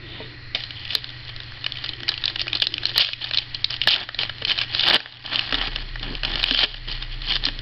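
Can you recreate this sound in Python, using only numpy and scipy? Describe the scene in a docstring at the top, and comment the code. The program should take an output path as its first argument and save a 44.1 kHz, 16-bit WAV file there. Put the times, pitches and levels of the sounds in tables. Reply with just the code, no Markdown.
"""A foil pack is picked up, pinched, torn open and peeled back at a desk, close to a small microphone.
Creases snap one by one as noise bursts ringing a resonance, over a fine crinkle of random clicks.
First, cards are slid away as swelling filtered noise and dropped on a stack as short noise bursts.
Finger bumps are damped modes; behind lie noise-made hiss, sine hum and, later, a deep sine drone.
The microphone channel is dull above 5 kHz, ducks after loud rips and clips the sharpest snaps."""
import sys
import numpy as np
from scipy import signal
from scipy.fft import rfft, irfft
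from scipy.io import wavfile
from scipy.ndimage import uniform_filter1d

SR = 44100
rng = np.random.default_rng(int(sys.argv[2]) if len(sys.argv) > 2 else 0)


def persist_wave(psi):
    """Save psi, clipped to +-1, as 16-bit WAV."""
    counts = np.round(np.clip(psi, -1, 1) * 32767).astype(np.int16)
    wavfile.write(sys.argv[1], SR, np.atleast_2d(counts).T)


N = 335601
TIME = np.arange(N) / SR

# cards landing on the stack; level is that of the card edge, rms over 0.1 s
# columns: start_s [s], level_db [dB]
CARD_LANDINGS = [(0.5475, -27.5), (0.5545, -35)]
# relative spectrum of a low rasp, shared by cards and foil
# columns: frequency_hz [Hz], density_db [dB per Hz]
RASP_SPECTRUM = [(150, -8.5), (350, -0.5), (500, -16.5), (800, 1.5), (1200, -6), (1650, 0.5), (2200, -5),
                 (3200, -50)]


def undb(db):
    """Amplitude ratio: 20 dB is a factor of ten."""
    return 10 ** (np.asarray(db) / 20)


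def unit(x):
    """Power normalization: scale to rms 1."""
    return x / np.sqrt(np.mean(x ** 2) + 1e-18)


def add(out, s, x):
    """Superposition: mix a short sound in at time s."""
    i = max(int(s * SR), 0)
    out[i:i + len(x)] += x[:max(N - i, 0)]


def resonate(x, hz, width_hz):
    """Two-pole resonance with gain 1 at the centre."""
    return signal.lfilter(*signal.iirpeak(hz, hz / width_hz, fs=SR), x)


def colour(x, points):
    """Minimum-phase filtering: a causal response with the given spectrum; the result has rms 1."""
    hz, db = np.transpose(points)
    size = 4096
    bin_hz = np.arange(size // 2 + 1) * SR / size
    bin_db = np.interp(np.log(bin_hz + 1), np.log(hz), db)
    # folding the cepstrum onto positive times makes the response causal
    cepstrum = irfft(np.log(undb(bin_db)))[:size // 2]
    cepstrum[1:] *= 2
    response = irfft(np.exp(rfft(cepstrum, size)))
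    return unit(signal.fftconvolve(x, response)[:N])


def walk(rate):
    """Low-pass noise: a slow random wander, smoothed twice over 1 / rate seconds."""
    k = int(SR / rate)
    steps = np.repeat(rng.standard_normal(N // k + 1), k)
    return unit(uniform_filter1d(uniform_filter1d(steps, k), k)[:N])


def tone(hz):
    """Phase accumulation: a sine of rms 1 that follows a pitch curve."""
    return unit(np.sin(2 * np.pi * np.cumsum(hz) / SR))


def grains(rate, spread_db):
    """Shot noise: random tiny clicks, many weak and a few strong, at a mean rate per second."""
    sizes = undb(spread_db * np.minimum(rng.exponential(size=N), 3)) * rng.choice([-1, 1], N)
    return sizes * (rng.random(N) < rate / SR)


def steady(x, span_s=0.04):
    """Power levelling: hold the mean power near 1 while single clicks still stand out."""
    local_power = np.abs(uniform_filter1d(unit(x) ** 2, int(span_s * SR)))
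    return x / np.sqrt(local_power + 0.0086) / np.sqrt(np.mean(x ** 2))


def gesture(start_s, length_s, db, growth_db):
    """Amplitude envelope of a hand movement: quick attack before start_s, changing hold, exponential release."""
    attack_s, release_s = 0.02, 0.0086
    t = TIME - start_s
    progress = np.clip(t / length_s, 0, 1)
    attack = np.clip(1 + t / attack_s, 0, 1) ** 2
    release = np.exp(-np.maximum(t - length_s, 0) / release_s)
    return undb(db + growth_db * (progress - .5)) * attack * release


def gestures(rows):
    """Incoherent summation: the powers of several hand movements add."""
    return np.sqrt(sum(gesture(*row) ** 2 for row in rows))


def drone(start_s=5.5, rise_s=0.0486, level_db=-32, pitch_hz=31.75):
    """Frequency glide: a deep sine sets in quickly, then later sags steadily in pitch."""
    sag_s, sag_hz_per_s = 6.65, 3.2
    onset = np.clip((TIME - start_s) / rise_s, 0, 1)
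    pitch_curve_hz = pitch_hz - sag_hz_per_s * np.maximum(TIME - sag_s, 0)
    return undb(level_db) * onset * tone(pitch_curve_hz)


def background(waver_db=0.6, waver_hz=.9, flicker_db=1.9):
    """Stationary noise and tones: room rumble, hiss with two resonances, wavering hum and the drone."""
    # relative spectrum of the room rumble: frequency_hz [Hz], density_db [dB per Hz]
    room_spectrum = [(20, 5.5), (60, -3), (100, -2), (135, -3), (165, -15), (200, -16.5), (320, -13.5),
                     (450, -21), (800, -24), (1400, -18.5), (2500, -15), (4500, -32), (6000, -21)]
    # resonances in the hiss: centre_hz [Hz], width_hz [Hz], level_db [dB, before the flicker]
    hiss_bands = [(1922, 110, -48), (4230, 280, -49)]
    # a fan and the mains hum, before the waver: pitch_hz [Hz], level_db [dB]
    hum_tones = [(95, -52), (119.6, -44.5), (299, -61.5)]
    air = undb(-39) * colour(rng.standard_normal(N), room_spectrum)
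    hiss = 0
    for hz, width_hz, db in hiss_bands:
        band = unit(resonate(rng.standard_normal(N), hz, width_hz))
        hiss = hiss + undb(db + flicker_db * walk(12)) * band
    hum = sum(undb(db + waver_db * walk(18)) * tone(hz + waver_hz * walk(7)) for hz, db in hum_tones)
    return air + hiss + hum + drone()


def card_slide(peak_s=0.17, width_s=0.088, level_db=-39, rasp_db=-9):
    """Sliding friction: card on card gives a smooth swell of noise, rasping at the height of the movement."""
    # relative spectrum of the slide: frequency_hz [Hz], density_db [dB per Hz]
    slide_spectrum = [(800, -15), (1800, -15), (2700, 0), (3600, 4), (4400, -6.5), (6000, -29)]
    swell = np.exp(-((TIME - peak_s) / width_s) ** 2 / 2)
    friction = rng.standard_normal(N)
    rasp = undb(rasp_db) * swell ** 2 * colour(friction, RASP_SPECTRUM)
    return undb(level_db) * swell * (colour(friction, slide_spectrum) + rasp)


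def rub(hz=330, width_hz=85):
    """Resonant friction: soft hollow rubbing while the hands grip, noise through one doubled resonance."""
    # start_s [s, end of the attack], length_s [s], level_db [dB, mid-stroke], growth_db [dB over the stroke]
    rub_strokes = [(0, 0.35, -47.5, 2), (1.88, 0.25, -48, 0.5), (2.3, 0.28, -48, 1.5),
                   (2.68, 0.25, -44.5, -4)]
    friction = rng.standard_normal(N)
    hollow = resonate(resonate(friction, hz, width_hz), hz, width_hz)
    return gestures(rub_strokes) * unit(hollow)


def fingers(bump_db=-2, reach_octaves=0.45):
    """Modal excitation: soft blows ring damped modes, chosen by where the finger lands; skin drags along."""
    # soft bumps of fingers on pack and desk; centre_hz is where the modes ring most
    # start_s [s], level_db [dB peak, before bump_db], centre_hz [Hz]
    bump_rows = [(0.203, -21, 660), (0.547, -31.5, 264), (0.951, -25, 644), (2.025, -32, 270),
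                 (2.089, -35, 680), (2.621, -28.5, 676), (2.959, -22.5, 880), (3.872, -20.5, 880),
                 (4.19, -28.5, 720), (4.419, -27.5, 667), (4.89, -20, 680), (4.945, -5, 724),
                 (5.525, -22.5, 300), (5.57, -26, 271), (5.676, -27, 323), (6.061, -30, 233),
                 (6.109, -21.5, 265.5), (6.349, -32.5, 260), (6.511, -17, 290), (6.635, -12.5, 700),
                 (7.32, -35, 277), (7.467, -23, 279)]
    # what a bump rings with: mode_hz [Hz, before 3 % random detuning], level_db [dB], t60_s [s]
    bump_modes = [(170, -8, 0.067), (261, 9.5, 0.11), (297.6, 6, 0.082), (446, 3.5, 0.17),
                  (600, -9.5, 0.07), (674, -2.5, 0.027), (896, -0.5, 0.07)]
    # skin dragging over the pack:
    # start_s [s, end of the attack], length_s [s], level_db [dB, mid-stroke], growth_db [dB over the stroke]
    drag_strokes = [(0, .27, -50, 4), (3.86, 0.031, -38.5, 8), (4.18, 0.054, -46.5, -2),
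                    (4.41, 0.35, -54, -1), (4.78, 0.19, -44, 28), (5.28, 0.58, -48, -0.5),
                    (6.01, .14, -41.5, 3), (6.24, 0.12, -38.5, 2), (6.88, .05, -45, -1),
                    (7.28, 0.37, -48.5, -7)]
    # relative spectrum of the drag: frequency_hz [Hz], density_db [dB per Hz]
    skin_spectrum = [(60, -14), (170, 1.5), (260, 0.5), (400, -1), (600, -15), (1200, -30.5)]
    out, t = np.zeros(N), np.arange(SR // 8) / SR
    for s, db, centre_hz in bump_rows:
        ring = 0
        for hz, mode_db, t60_s in bump_modes:
            distance = np.log2(hz / centre_hz) / reach_octaves
            share = 1 / (1 + distance ** 2) * rng.choice([-1, 1])
            detuned_hz = hz * (1 + .03 * rng.standard_normal())
            decay = undb(mode_db - 60 * t / t60_s)
            ring = ring + share * decay * np.sin(2 * np.pi * detuned_hz * t)
        add(out, s, undb(db + bump_db) * ring / np.abs(ring).max())
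    return out + gestures(drag_strokes) * colour(grains(rate=260, spread_db=2.0), skin_spectrum)


def cards(rise_s=0.0019, tail_s=0.038, tail_db=-22, stack_db=-17):
    """Impact excitation: two cards meet the stack in quick succession, which knocks and rustles as it settles."""
    out, t = np.zeros(N), np.arange(SR // 10) / SR
    for s, db in CARD_LANDINGS:
        # the air between the cards cushions the landing
        contact = t / rise_s * np.exp(-t / rise_s) + undb(tail_db) * np.exp(-t / tail_s)
        push = contact * rng.standard_normal(len(t))
        edge = unit(resonate(push, 3140, 1800))
        knock = unit(resonate(push, 800, 220))
        add(out, s, undb(db) * (edge + undb(stack_db) * knock))
    return out


def handling(hold_db=-44, hold_rasp_db=-55):
    """Incoherent summation: gains of fine rustle and low rasp, each stroke over the foil being held."""
    # each grip, pull or rip of the foil: start_s [s, end of the attack], length_s [s],
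    # rustle_db [dB, mid-stroke], growth_db [dB over the stroke], rasp_db [dB re rustle]
    foil_strokes = [(0.562, 0.1, -39, -5, -15), (0.759, .14, -39, -5, -23), (0.905, 0.078, -31.5, 1, -15),
                    (1.29, 0.01, -33, -2, -13), (1.742, .16, -38.5, 9, -14), (2.082, 0.049, -33, -1, -6.5),
                    (2.214, 0.095, -38, 2, -5), (2.393, .025, -28.5, 1, -23), (2.526, 0.031, -30, 9, -9.5),
                    (2.624, 0.022, -22.5, -6, -25), (2.817, .08, -34, 9, -12.5),
                    (2.934, 0.031, -29, 16.5, -22), (2.979, 0.04, -12.5, 15, -20.5),
                    (3.039, 0.086, -23, -12, -25), (3.216, 0.077, -30, -8, -13.5),
                    (3.335, 0.091, -30.5, 2, -14), (3.553, 0.011, -32.5, -13, -23),
                    (3.699, 0.045, -29.5, 4, -15), (3.825, 0.017, -30, 3, -36), (3.884, .06, -9.5, 4, -20),
                    (3.95, 0.084, -20.5, -3, -6), (4.196, 0.061, -26, -7.5, -11),
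                    (4.475, 0.047, -22, 10, -11.5), (4.544, 0.091, -27.5, 7, -11.5),
                    (4.70, 0.16, -26, 12.5, -13.5), (4.859, 0.098, -11, 16, -5),
                    (4.982, 0.23, -33.5, -12, -6.5), (5.247, 0.13, -31.5, -5, -5.5),
                    (5.319, 0.16, -26.5, -7.5, -8), (5.51, 0.17, -29, -1.5, -4.5),
                    (5.713, 0.11, -37, 2, -5.5), (6.028, 0.16, -37, -8, -5), (6.242, 0.24, -30.5, -0.5, -6),
                    (6.463, 0.15, -21, 5, -18.5), (6.606, 0.039, -13, 6.5, -12),
                    (6.673, 0.096, -32, -3.5, -13.5), (6.885, 0.094, -32.5, -8.5, -13),
                    (7.011, 0.019, -33, 7, -9.5), (7.119, 0.021, -34, 3, -18),
                    (7.224, 0.097, -28.5, 22.5, -13.5), (7.328, .035, -26, 5, -13.5),
                    (7.43, 0.058, -31, 9, -6)]
    held = TIME > CARD_LANDINGS[0][0]
    fine = gestures(row[:4] for row in foil_strokes)
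    rasp = gestures((s, length, db + rasp_db, growth) for s, length, db, growth, rasp_db in foil_strokes)
    return np.hypot(fine, undb(hold_db) * held), np.hypot(rasp, undb(hold_rasp_db) * held)


def crinkle(fine, rasp, crest=3.6, facet_width_hz=560, facet_db=2, slide_db=-13):
    """Crackling noise: countless small creases give way as the foil slides and tears."""
    # relative spectrum of the fine rustle: frequency_hz [Hz], density_db [dB per Hz]
    crinkle_spectrum = [(500, -36), (1200, -7.5), (1700, -10.5), (2200, 1.5), (2900, 17.5), (3300, 27),
                        (3800, 2.5), (4500, 8.5), (5200, -11), (6000, -35)]
    tearing = unit(grains(rate=420, spread_db=2.5)) + undb(slide_db) * rng.standard_normal(N)
    facets = 0
    for hz in (3000, 2730, 2880, 3100, 3920, 4500, 4320):
        facets = facets + resonate(grains(rate=70, spread_db=1.5), hz, facet_width_hz)
    foil = steady(colour(tearing, crinkle_spectrum) + undb(facet_db) * unit(facets))
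    foil = crest * np.tanh(foil / crest)  # a small crease stores only so much energy
    return fine * foil + rasp * steady(colour(tearing, RASP_SPECTRUM))


def burst(t, length_s, break_db=-3):
    """Impulsive release: a crease breaks at once, then a flurry of tiny slips dies away."""
    push = rng.standard_normal(len(t)) * np.exp(-(t / length_s) ** 2)
    push /= np.linalg.norm(push)
    push[0] += undb(break_db)
    return push


def snaps(rows, ring_width_hz=1100, neighbour_width_hz=380, neighbour_db=-7, edge_db=-6):
    """Buckling: a crease's own facet rings for a millisecond or two; sheet and pack answer lower down."""
    lag_s, body_db, thud_db = .0003, -1, -10
    slip_s, slip_octaves = 0.0033, .55  # typical slipping time after the break, and its random spread
    out, t = np.zeros(N), np.arange(SR // 50) / SR
    edge_band = signal.butter(2, [2500, 5800], "band", fs=SR, output="sos")
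    body_band = signal.butter(2, [1450, 2150], "band", fs=SR, output="sos")
    thud_band = signal.butter(2, [580, 1120], "band", fs=SR, output="sos")
    for s, db, hz, body in rows:
        octaves = slip_octaves * np.clip(rng.standard_normal(), -2, 1)
        push = burst(t, slip_s * 2 ** octaves)
        facet = unit(resonate(resonate(push, hz, ring_width_hz), hz, ring_width_hz))
        # a neighbouring facet of another size rings along
        neighbour = unit(resonate(push, rng.uniform(3090, 4310), neighbour_width_hz))
        edge = unit(signal.sosfilt(edge_band, push))
        foil = unit(facet + undb(neighbour_db) * neighbour + undb(edge_db) * edge)
        sheet = undb(body + body_db) * unit(signal.sosfilt(body_band, push))
        pack = undb(body + thud_db) * unit(signal.sosfilt(thud_band, push))
        # nearly all the energy lies in the first quarter of the 20 ms; halving sets the rms over 5 ms
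        add(out, s + lag_s, undb(db) * (foil + sheet + pack) / 2)
    return out


def stray_snaps(rustle, count=170, max_db=-14):
    """Random point process: lesser creases snap by chance, as loud as the rustle around them allows."""
    level_db, spread_db, pitch_hz, spread_octaves, body_db = 1, 5.5, 3295, 0.12, -11
    times = rng.uniform(CARD_LANDINGS[0][0], TIME[-1], count)
    size, pitch, body = np.clip(rng.standard_normal((count, 3)), -2, 2).T
    rustle_db = 20 * np.log10(rustle[(times * SR).astype(int)] + 1e-9)
    db = np.minimum(rustle_db + level_db + spread_db * size, max_db)
    ring_hz = pitch_hz * 2 ** (spread_octaves * pitch)
    return zip(times, db, ring_hz, body_db + spread_db * body)


def room(x, t60_s=0.37, wet_db=-16):
    """Reflection and reverberation: nearby surfaces echo at once; the small furnished room adds a tail."""
    # early echoes from desk, hands and screen: delay_s [s], gain [amplitude ratio]
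    early_echoes = [(.0017, 0.3), (.0036, 0.088), (.0052, .07), (0.0116, 0.045)]
    t = np.arange(SR // 3) / SR
    tail = rng.standard_normal(len(t)) * undb(-60 * t / t60_s) * (t > .004)
    response = undb(wet_db) * tail / np.sqrt(np.sum(tail ** 2))
    response[0] = 1
    for s, gain in early_echoes:
        response[int(s * SR)] += gain
    return signal.fftconvolve(x, response)[:N]


def scene():
    """Superposition: hands, foil and cards sound in the room, over the background."""
    # the clearest creases that snap: start_s [s], level_db [dB of the foil's ring over 5 ms],
    # ring_hz [Hz], body_db [dB re level, before the offsets of sheet and pack]
    clear_creases = [(.6367, -24.5, 3680, -12.5), (.7065, -27, 3000, -11), (.8522, -27.5, 3070, -19),
                     (.9051, -21.5, 2980, -32), (.9512, -11.5, 4000, -12.5), (1.0428, -26, 3340, -10),
                     (1.2806, -35, 3360, -20), (1.3623, -30.5, 3270, -10), (1.4022, -30, 3540, -4.5),
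                     (1.52, -38, 2980, 2), (1.572, -41, 3010, 4), (1.6423, -23, 3270, -11),
                     (1.6633, -17, 3220, -7.5), (1.721, -23, 3240, -27), (1.7561, -31, 2720, -20),
                     (1.7708, -27.5, 3020, -15), (1.8405, -25, 3560, -3.5), (1.8606, -25, 3120, -14),
                     (1.891, -21.5, 3980, -21), (1.9338, -27.5, 3080, -16), (2.0036, -31.5, 2980, -5),
                     (2.0321, -26, 3100, -5), (2.0814, -19, 2630, -25), (2.0901, -11.5, 4100, -12.5),
                     (2.1173, -24.5, 3290, -4.5), (2.1402, -22.5, 3160, -31), (2.1774, -23.5, 2980, -13),
                     (2.2388, -17.5, 3740, -13), (2.2554, -15, 4420, -31), (2.2789, -15.5, 3310, -16),
                     (2.2989, -27, 3890, -8), (2.3581, -20, 3290, -6), (2.3942, -19.5, 3210, -27),
                     (2.406, -22, 3100, -30), (2.4155, -18.5, 4850, -22), (2.469, -29.5, 3360, 1),
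                     (2.48, -20.5, 2920, -12.5), (2.5304, -16.5, 3300, -13.5), (2.5515, -17, 4070, -23),
                     (2.5702, -24, 4150, -13), (2.6002, -21.5, 3550, -25), (2.6202, -11, 3350, -11.5),
                     (2.6388, -21, 3300, -22.5), (2.6692, -11.5, 3900, -15), (2.74, -17, 3140, -40),
                     (2.7804, -20, 3210, -16), (2.8542, -13, 3900, -16.5), (2.8664, -21, 4300, -18),
                     (2.893, -23, 3780, -12), (2.9598, -19.5, 3600, -5.5), (2.979, -9, 3800, -8),
                     (2.9959, -17, 3900, -4), (3.0127, -7, 3320, -27), (3.0217, -13, 3340, -5),
                     (3.0466, -8.5, 3340, -18), (3.0682, -17, 3380, -11), (3.0882, -17, 3680, -3.5),
                     (3.1328, -14, 2860, -29), (3.2414, -21.5, 3300, -11), (3.3105, -22, 3010, -5),
                     (3.3352, -19.5, 3600, -10.5), (3.3446, -18, 3270, -14), (3.3725, -12.5, 3830, -17.5),
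                     (3.3846, -12, 3440, -26), (3.5457, -21.5, 4340, -20), (3.6431, -11, 3920, -26),
                     (3.7053, -18.5, 5030, -10.5), (3.7404, -23, 3100, -15), (3.7643, -26.5, 3550, -12),
                     (3.8153, -14, 3160, -33), (3.8372, -23, 3120, -16), (3.873, -10, 3090, -1.5),
                     (3.8855, -13, 3670, -14.5), (3.9071, -7.5, 3830, -15), (3.9264, -10, 3330, -11.5),
                     (3.9404, -8, 3430, -17), (3.9608, -8, 3160, -6), (4.089, -22.5, 3120, 3),
                     (4.1455, -22, 3920, -6.5), (4.1894, -14, 3080, -15), (4.2231, -29.5, 3800, -21.5),
                     (4.2328, -17, 2800, -6.5), (4.2946, -23, 3040, -2), (4.4214, -25.5, 3092, -3.5),
                     (4.4495, -15.5, 3200, -18), (4.479, -20, 3230, -23), (4.4964, -16, 3080, -18),
                     (4.5163, -12.5, 3100, -32.5), (4.5873, -14.5, 2870, -15.5), (4.6139, -14, 2940, -10),
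                     (4.7484, -14.5, 3600, -10.5), (4.7944, -14, 3110, -23), (4.8075, -15, 3800, -19),
                     (4.8341, -14, 3010, -11), (4.8676, -14.5, 2980, -7), (4.8787, -14, 3500, -13),
                     (4.8845, -9.5, 3250, -6), (4.8996, -4.5, 4060, -18), (4.908, -6, 2970, 0.5),
                     (4.9316, -15, 2950, -12), (4.9435, 1, 2960, -10), (4.9568, -1, 2950, -7),
                     (4.962, -0.5, 2950, -1.5), (5.0025, -12, 2650, -1.5), (5.0587, -20, 3050, 4),
                     (5.261, -22.5, 3130, -17.5), (5.3318, -24.5, 2960, 1), (5.3575, -13, 3210, -21),
                     (5.3922, -11, 2940, -18), (5.4916, -29.5, 3750, 0), (5.5245, -17, 2660, -2),
                     (5.6131, -20, 3250, -0.5), (5.6713, -22.5, 3020, -10), (5.7598, -19, 2770, -7.5),
                     (5.9565, -31.5, 2780, 5), (6.1514, -24, 3200, -15), (6.2331, -19, 2920, -5),
                     (6.2494, -16.5, 3000, -13), (6.3562, -17.5, 3000, -6), (6.3784, -28, 3060, -10),
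                     (6.398, -22.5, 2850, -17), (6.4295, -17.5, 3920, -9), (6.4393, -11.5, 3040, -15.5),
                     (6.4843, -22, 3180, -8), (6.5092, -12.5, 3230, -7), (6.5467, -13, 3160, -8.5),
                     (6.613, -18, 3000, -16), (6.6305, -9, 3180, -7.5), (6.6395, -11, 3140, -9),
                     (6.7429, -24.5, 3230, -4.5), (6.9243, -26.5, 3960, -12), (7.0236, -27.5, 3540, -3.5),
                     (7.218, -29.5, 3570, -18), (7.3552, -18, 3470, -12), (7.3644, -18.5, 3150, -6),
                     (7.4525, -13.5, 4360, -33), (7.4641, -17, 3140, -13), (7.5897, -28.5, 3100, -10)]
    fine, rasp = handling()
    foil = snaps(clear_creases) + snaps(stray_snaps(fine)) + crinkle(fine, rasp)
    return (room(foil + card_slide() + cards() + fingers() + rub()) + background())[None]


def smooth(x, time_s):
    """Exponential averaging: a one-pole lag."""
    keep = np.exp(-1 / (time_s * SR))
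    return signal.lfilter([1 - keep], [1, -keep], x)


def gain_control(x, threshold_db=-20.5, ratio=7.4):
    """Dynamic compression: turn down quickly above the threshold, and come back at a steady rate."""
    detector_s, duck_s, recover_db_per_s = 0.016, 0.011, 41
    level_db = 10 * np.log10(smooth(x ** 2, detector_s) + 1e-12)
    over_db = np.maximum(level_db - threshold_db, 0) * (1 - 1 / ratio)
    # a running maximum against a rising ramp lets the cut fall only at the recovery rate
    recovery_db = recover_db_per_s * TIME
    cut_db = np.maximum.accumulate(over_db + recovery_db, axis=-1) - recovery_db
    return x * undb(-smooth(cut_db, duck_s))


def record(dry, treble_hz=5350, clip_level=0.67, top_hz=16000):
    """Band limiting and clipping: a dull channel with gain control; the sharpest snaps spit a little treble."""
    treble_cut = signal.butter(12, treble_hz, fs=SR, output="sos")
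    narrow = signal.sosfiltfilt(treble_cut, gain_control(dry))
    narrow = signal.sosfilt(signal.ellip(8, .2, 70, 6000, fs=SR, output="sos"), narrow)
    clipped = np.clip(narrow, -clip_level, clip_level)
    return signal.sosfiltfilt(signal.ellip(8, .1, 50, top_hz, fs=SR, output="sos"), clipped)


dry = scene()
out = record(dry)
persist_wave(out)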